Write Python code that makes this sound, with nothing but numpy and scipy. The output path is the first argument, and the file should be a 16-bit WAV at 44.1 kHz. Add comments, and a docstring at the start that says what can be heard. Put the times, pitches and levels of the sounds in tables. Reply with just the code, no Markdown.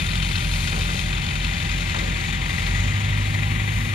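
"""A stone crushing plant across a quarry yard: screens roar and grit hisses throughout, as shaped noise and rings.
A four-cylinder diesel idles beside a fixed-speed diesel: summed engine orders that beat about three times
a second, plus noise bursts at each firing. Stones crack and boom on a steel chute from 0.7 s and again from 1.9 s.
From 2.6 s the first diesel is opened up: its pitch jumps and its fan is heard, while its clatter fades
as the listener turns away."""
import sys
import numpy as np
from scipy import signal
from scipy.fft import rfft, irfft
from scipy.io import wavfile
from scipy.ndimage import uniform_filter1d

SR = 44100
rng = np.random.default_rng(int(sys.argv[2]) if len(sys.argv) > 2 else 0)


def materialize(psi):
    """Save the field psi as 16-bit PCM at rate SR to the path in sys.argv[1].

    A 1-D psi becomes a single channel; in a 2-D psi each row is a channel.
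    """
    bounded = np.clip(np.atleast_2d(psi).T, -1, 1)
    quanta = np.round(bounded * 32767).astype(np.int16)
    wavfile.write(sys.argv[1], SR, quanta)


N = 173754
TIME, FREQS = np.arange(N) / SR, np.arange(N // 2 + 1) * SR / N


def undb(db):
    """Decibels to gain."""
    return 10 ** (np.asarray(db) / 20)


def curve(rows):
    """Joins (time_s, value) rows with straight lines."""
    return np.interp(TIME, *np.array(rows).T)


def across(rows):
    """Joins (freq_hz, value) rows on a log-frequency axis."""
    hz, value = np.array(rows).T
    return np.interp(np.log(FREQS + 1), np.log(hz), value)


def colour(x, rows):
    """Normalises a white signal and gives it the spectrum in rows (freq_hz, density_db_per_hz)."""
    spectrum = rfft(x / x.std())
    return irfft(spectrum * undb(across(rows)) * np.sqrt(SR / 2), N)


def noise():
    """Two unrelated white noises: the direct sound and the scattered sound."""
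    return rng.standard_normal((2, N))


def walk(rate_hz):
    """Random levels held 1 / rate_hz and slewed twice; spread 1."""
    hold = max(int(SR / rate_hz), 1)
    steps = rng.standard_normal(N)[np.arange(N) // hold]
    slewed = uniform_filter1d(uniform_filter1d(steps, hold), hold)
    return slewed / slewed.std()


PITCH_DRIFT = .006  # fraction of mode frequency


def ringing(modes):
    """Steel resonances kept ringing by dense random excitation; their pitch drifts a little."""
    drive, out = rfft(noise()), 0
    for hz, width_hz, level_db in modes:
        response = 1 / (1 + 2j * (FREQS - hz) / width_hz) ** 2
        ring = signal.hilbert(irfft(drive * response, N))
        drift_cycles = hz * PITCH_DRIFT * np.cumsum(walk(5)) / SR
        ring = (ring * np.exp(2j * np.pi * drift_cycles)).real
        out = out + undb(level_db) * ring / ring.std()
    return out


# roar of screen and belts: freq_hz, density_db_per_hz
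ROAR_SPECTRUM = [(15, -95), (30, -70), (42, -53.5), (90, -57), (175, -55), (215, -58.5), (280, -66),
                 (450, -72.5), (650, -71), (1100, -72), (1650, -69), (2200, -61.5), (3200, -66),
                 (5000, -88), (15000, -105)]
# ringing steel panels: freq_hz, width_hz, level_db_rms
PANEL_MODES = [(233.7, 13.4, -46), (310.3, 22, -49), (355.2, 34, -50.5), (490, 8.5, -56), (589, 8.5, -53.5),
               (770, 41, -48.5), (818, 23, -49), (943, 44, -48.5), (1015, 34, -52), (1207, 36, -48),
               (2485, 100, -46.5), (2626, 24, -52)]
# thin rings of the belt rollers: freq_hz, width_hz, level_db_rms
ROLLER_MODES = [(4215, 70, -52), (5620, 20, -61), (6718, 40, -58), (7947, 40, -63), (9461, 45, -64)]


def screen():
    """Tumbling stone on screen and belts is broadband noise; panels and rollers add narrow resonances."""
    return colour(noise(), ROAR_SPECTRUM) + ringing(PANEL_MODES + ROLLER_MODES)


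# grit sliding over steel: freq_hz, density_db_per_hz
GRIT_SPECTRUM = [(2000, -101), (4000, -69), (5400, -77), (6200, -75), (7700, -79), (9500, -82),
                 (10500, -80.5), (12300, -88), (15000, -94)]
# grit flow: time_s, level_db
GRIT_FLOW = [(0, -2), (.45, -0.5), (.6, 3), (1, 2.5), (1.17, -5), (1.3, -1.5), (2, -1), (2.12, -2.5),
             (2.27, 0), (2.42, -7.5), (2.5, -1), (2.8, -0.5), (2.97, -4.5), (3.3, -2), (3.6, -8),
             (3.94, -2.5)]
# bright bands in the hiss: freq_hz, width_hz, base_level_db_rms
HISS_MODES = [(6770, 830, -48.5), (9510, 1150, -47), (12100, 4800, -50)]
# gain on those bands: time_s, lower_db, middle_db, upper_db
HISS_MODE_GAIN = [(0, -17, 3, 0), (.7, 2, 3, -4), (1.3, 0, -3, -8), (2.3, 6.5, -12, -12),
                  (2.5, -3, -8, -12), (2.82, 10, -9, -10), (3.1, 1.5, -8, -8), (3.94, 3, -0.5, 1.5)]
GRIT_FLUTTER_DB = .9


def grit(grain_db):
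    """Fine grains hiss over steel in an uneven stream; three bright bands come and go."""
    grains = noise() * undb(grain_db * walk(1500))
    hiss = colour(grains, GRIT_SPECTRUM) * undb(curve(GRIT_FLOW))
    for k, mode in enumerate(HISS_MODES):
        gain_db = curve([(time_s, gains_db[k]) for time_s, *gains_db in HISS_MODE_GAIN])
        hiss = hiss + ringing([mode]) * undb(gain_db)
    return hiss * undb(GRIT_FLUTTER_DB * walk(17))


# stones that hit the chute: start_s, level_db, crack_decay_s
STONE_HITS = [(.72, -4.2, .028), (.762, -8.5, .03), (.89, -9, .02), (.935, -9, .015), (1.942, -1.2, .038),
              (2.015, -9, .02)]
# crack of the stone: freq_hz, density_db_per_hz
CRACK_SPECTRUM = [(300, -80), (700, -60), (900, -57), (1250, -54), (1550, -57), (2200, -65), (5000, -85),
                  (15000, -110)]
# boom of the chute: freq_hz, density_db_per_hz
BOOM_SPECTRUM = [(150, -68), (330, -57), (500, -55.5), (700, -61), (1200, -76), (15000, -130)]
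BOOM_RISE_S, BOOM_STRETCH = .004, 2.3  # stretch: boom decay / crack decay


def stones(tumble_db):
    """Each stone cracks against the chute, which swells into a soft, longer boom."""
    crack, boom = 0, 0
    for start_s, level_db, decay_s in STONE_HITS:
        age_s = np.maximum(TIME - start_s, 0)
        crack = crack + undb(level_db) * (age_s > 0) * np.exp(-age_s / decay_s)
        swell = 1 - np.exp(-age_s / BOOM_RISE_S)
        boom = boom + undb(level_db) * swell * np.exp(-age_s / (BOOM_STRETCH * decay_s))
    cracks = colour(noise(), CRACK_SPECTRUM) * uniform_filter1d(crack, size=220)  # 5 ms edges
    booms = colour(noise(), BOOM_SPECTRUM) * boom
    return (cracks + booms) * undb(tumble_db * walk(150))


WOBBLE_CYCLES, ROUGHNESS, WANDER_TURNS = .0007, .2, .04


def exhaust(cycles, orders, firings_per_cycle):
    """Engine orders: multiples of the firing rate line up into puffs, the others spread and waver more."""
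    out, wobble = 0, WOBBLE_CYCLES * walk(12)
    for order, level_db in orders:
        order = round(order)
        uneven = order % firings_per_cycle > 0
        spread = (order / firings_per_cycle) ** 2  # whole turns for firing multiples
        turns = order * (cycles + wobble) + spread + uneven * WANDER_TURNS * walk(3.98)
        roughness = 1 + uneven * ROUGHNESS * walk(6.09)
        out = out + undb(level_db) * roughness * np.cos(2 * np.pi * turns)
    return out


CASING_DECAY_S = 0.0095


def casing(x, ring):
    """Adds the short ring of a metal casing with many close modes."""
    tail = rng.standard_normal(N) * np.exp(-TIME / CASING_DECAY_S)
    return irfft(rfft(x) * (1 + ring * rfft(tail) / np.linalg.norm(tail)), N)


KNOCK_RISE_S = 0.0053


def knocks(firings, pattern_db, decay, hold, scatter_db, rattle_db):
    """Rattle bursts at each firing; decay is a share of the interval, hold a constant floor."""
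    index, phase = np.floor(firings).astype(int), firings % 1
    scatter = scatter_db * rng.uniform(-2.5, -.5, 256)[index]
    size = undb(np.array(pattern_db)[index % len(pattern_db)] + scatter)
    burst = size * np.exp(-phase / decay)
    gate = uniform_filter1d(burst, size=int(KNOCK_RISE_S * SR) + 1) + hold
    rattle = undb(rattle_db * np.tanh(walk(600)))
    return casing(noise() * gate * rattle, ring=.6)


# exhaust and casing: order (multiple of four-stroke cycle), level_db
STEADY_ORDERS = [(2, -50), (4, -32.3), (6, -35.5), (7, -46), (8, -42), (10, -45), (12, -41), (14, -50),
                 (15, -47), (26, -50), (30, -57)]
# knock on the two turns of a cycle: relative_level_db
TURN_PATTERN_DB = [-1.5, 1.5]
# knock: freq_hz, density_db_per_hz
STEADY_KNOCK_SPECTRUM = [(300, -67), (600, -78), (1200, -66.5), (1550, -68.5), (1950, -59), (2450, -62.5),
                         (2900, -69.5), (3600, -69.5), (4800, -82), (7000, -82), (15000, -97)]
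# knock: time_s, level_db
STEADY_KNOCK_LEVEL = [(0, -6), (1, -4), (2, 0.5), (2.8, 2.5), (3.3, 1.5), (3.94, 1)]
SHAFT_HZ, STEADY_PUFF_S, STEADY_KNOCK_S = 23.68, .018, .004  # shaft speed, first puff, first knock


def steady_diesel():
    """The fixed-speed engine: a steady throb and a knock on every turn of the shaft."""
    cycles = SHAFT_HZ * (TIME - STEADY_PUFF_S) / 2
    note = exhaust(cycles, STEADY_ORDERS, 2)
    turns = SHAFT_HZ * (TIME - STEADY_KNOCK_S)
    clatter = knocks(turns, TURN_PATTERN_DB, decay=0.32, hold=0.33, scatter_db=2, rattle_db=1)
    return note, colour(clatter, STEADY_KNOCK_SPECTRUM) * undb(curve(STEADY_KNOCK_LEVEL))


# rings of the engine block: freq_hz, cylinder_1_db, cylinder_2_db, cylinder_3_db, cylinder_4_db
BLOCK_MODES = [(1400, -46, -44, -32, -42), (1980, -32, -31, -31, -36), (2450, -24, -23, -26, -28),
               (3570, -22.5, -32, -27, -22), (6900, -41, -34, -40, -32)]
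BLOCK_RISE_S, BLOCK_DECAY_S = .0015, .005
BLOCK_SCATTER_DB, BLOCK_DETUNE = 3.5, .04  # each +/-; detune is a fraction


def block(firings, hz):
    """Each cylinder strikes the engine block with its own mix of short rings, randomised per blow."""
    count = np.floor(firings).astype(int)
    age_s, out = firings % 1 / hz, 0
    envelope = np.exp(-age_s / BLOCK_DECAY_S) * (1 - np.exp(-age_s / BLOCK_RISE_S))
    for mode_hz, *cylinder_db in BLOCK_MODES:
        force, detune, start = rng.uniform(-1, 1, (256, 3))[count].T
        size = undb(np.array(cylinder_db)[count % len(cylinder_db)] + BLOCK_SCATTER_DB * force)
        blow_hz = mode_hz * (1 + BLOCK_DETUNE * detune)
        out = out + size * np.sin(2 * np.pi * blow_hz * age_s + np.pi * start)
    return out * envelope


# four-cylinder speed: time_s, firing_rate_hz
FIRING_RATE = [(0, 44.48), (0.25, 44.8), (0.5, 43.9), (1.1, 44.05), (1.3, 44.35), (1.6, 44.27),
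               (2.62, 44.23), (2.93, 50.26), (3.25, 50.08), (3.55, 50.73), (3.75, 51.11), (3.94, 51.62)]
# load: time_s, exhaust_gain_db
LOAD_GAIN = [(0, -.5), (.2, 1.7), (.8, 1.7), (1.15, -.7), (2.5, -1.3), (2.78, 3.5), (3.0, .8), (3.3, 1.3),
             (3.6, .5), (3.94, -2.5)]
# exhaust note: order (multiple of four-stroke cycle), idle_db, opened_db
EXHAUST_ORDERS = [(4, -26.4, -28.5), (6, -47, -43), (7, -45, -36.5), (8, -29, -22.3), (9, -42, -49),
                  (10, -38, -37), (11, -41, -42), (12, -36, -32), (13, -41.5, -38.5), (14, -37, -45),
                  (15, -39, -47), (16, -36, -47), (20, -47.5, -47)]
# knock of each cylinder: relative_level_db
CYLINDER_PATTERN_DB = [2.5, -2.4, 1.3, -0.67]
# knock: freq_hz, density_db_per_hz
KNOCK_SPECTRUM = [(300, -94), (1400, -70), (1900, -73.5), (2500, -63), (2900, -65), (3500, -66),
                  (4250, -70.5), (5000, -78), (7000, -79), (9500, -91), (15000, -102)]
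# knock, weaker as the listener turns away: time_s, level_db
KNOCK_FACING = [(0, 4), (.5, 2.5), (1.3, 1.5), (2.4, -2.5), (2.85, -5), (3.2, -14), (3.94, -30)]
IDLE_HZ, OPEN_HZ = 44.3, 50  # firing rates
PUFF_S, KNOCK_S = .0078, -.0035  # offsets of puffs and knocks
FAN_RATIO, FAN_DB = 4.61, -39.5  # blade passes per firing, level opened up


def main_diesel():
    """The four-cylinder engine: its speed sets the pitch, exhaust note shape, fan and knock rate."""
    hz = curve(FIRING_RATE)
    firings = np.cumsum(hz) / SR
    opened = np.clip((hz - IDLE_HZ) / (OPEN_HZ - IDLE_HZ), 0, 1)
    load_db = curve(LOAD_GAIN)
    orders = [(order, idle_db + opened * (opened_db - idle_db) + load_db)
              for order, idle_db, opened_db in EXHAUST_ORDERS]
    cylinders = len(CYLINDER_PATTERN_DB)
    note = exhaust((firings - PUFF_S * hz[0]) / cylinders, orders, cylinders)
    blows = firings - KNOCK_S * hz[0]
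    clatter = knocks(blows, CYLINDER_PATTERN_DB, decay=0.53, hold=0.1, scatter_db=4.0, rattle_db=6.5)
    facing = undb(curve(KNOCK_FACING))
    fan_level = opened * undb(FAN_DB) * (1 + ROUGHNESS * walk(6))
    fan = fan_level * np.sin(2 * np.pi * FAN_RATIO * firings)
    return note + fan + block(blows, hz) * facing, colour(clatter, KNOCK_SPECTRUM) * facing


# microphone ports: freq_hz, left_over_right_db
BALANCE = [(60, -.7), (150, 0), (240, 5.2), (380, 4.9), (690, 3.5), (1000, 3), (1400, 5.4), (1950, 11.9),
           (2500, 10), (4350, 8.9), (7800, 12), (14800, 9)]
# freq_hz, left_lead_rad
PHASE = [(30, -.08), (130, -.3), (300, -1), (600, -1.9), (1500, -2.4), (2330, -.8), (3960, 0), (6630, 2.4),
         (9200, 3.6)]
# freq_hz, likeness_0_to_1
LIKENESS = [(60, .98), (150, .97), (300, .85), (600, .88), (2200, .86), (4000, .63), (8000, .42),
            (14000, .2)]


def ports(direct, scattered):
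    """The right port differs in level and phase by frequency, and shares less of the sound in the treble."""
    alike = np.clip(across(LIKENESS), 0, 1)
    right = alike * rfft(direct) + np.sqrt(1 - alike ** 2) * rfft(scattered)
    shading = undb(-across(BALANCE)) * np.exp(-1j * across(PHASE))
    return np.array([direct, irfft(right * shading, N)])


def scene():
    """Both engines and the flow of stone, heard mostly from the left."""
    stone = screen() + grit(grain_db=2) + stones(tumble_db=1.5)
    throb, knock = steady_diesel()
    note, clatter = main_diesel()
    direct, scattered = stone + knock + clatter
    return ports(direct + note + throb, scattered)


LOW_HZ, TOP_HZ = 30, 15450


def record(dry):
    """The microphone thins the deepest bass; the recorder cuts the top steeply."""
    low_cut = signal.butter(2, LOW_HZ, "high", fs=SR, output="sos")
    top_cut = signal.ellip(10, .2, 80, TOP_HZ, fs=SR, output="sos")  # ripple dB, stopband dB
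    return signal.sosfilt(top_cut, signal.sosfilt(low_cut, dry))


dry = scene()
out = record(dry)
materialize(out)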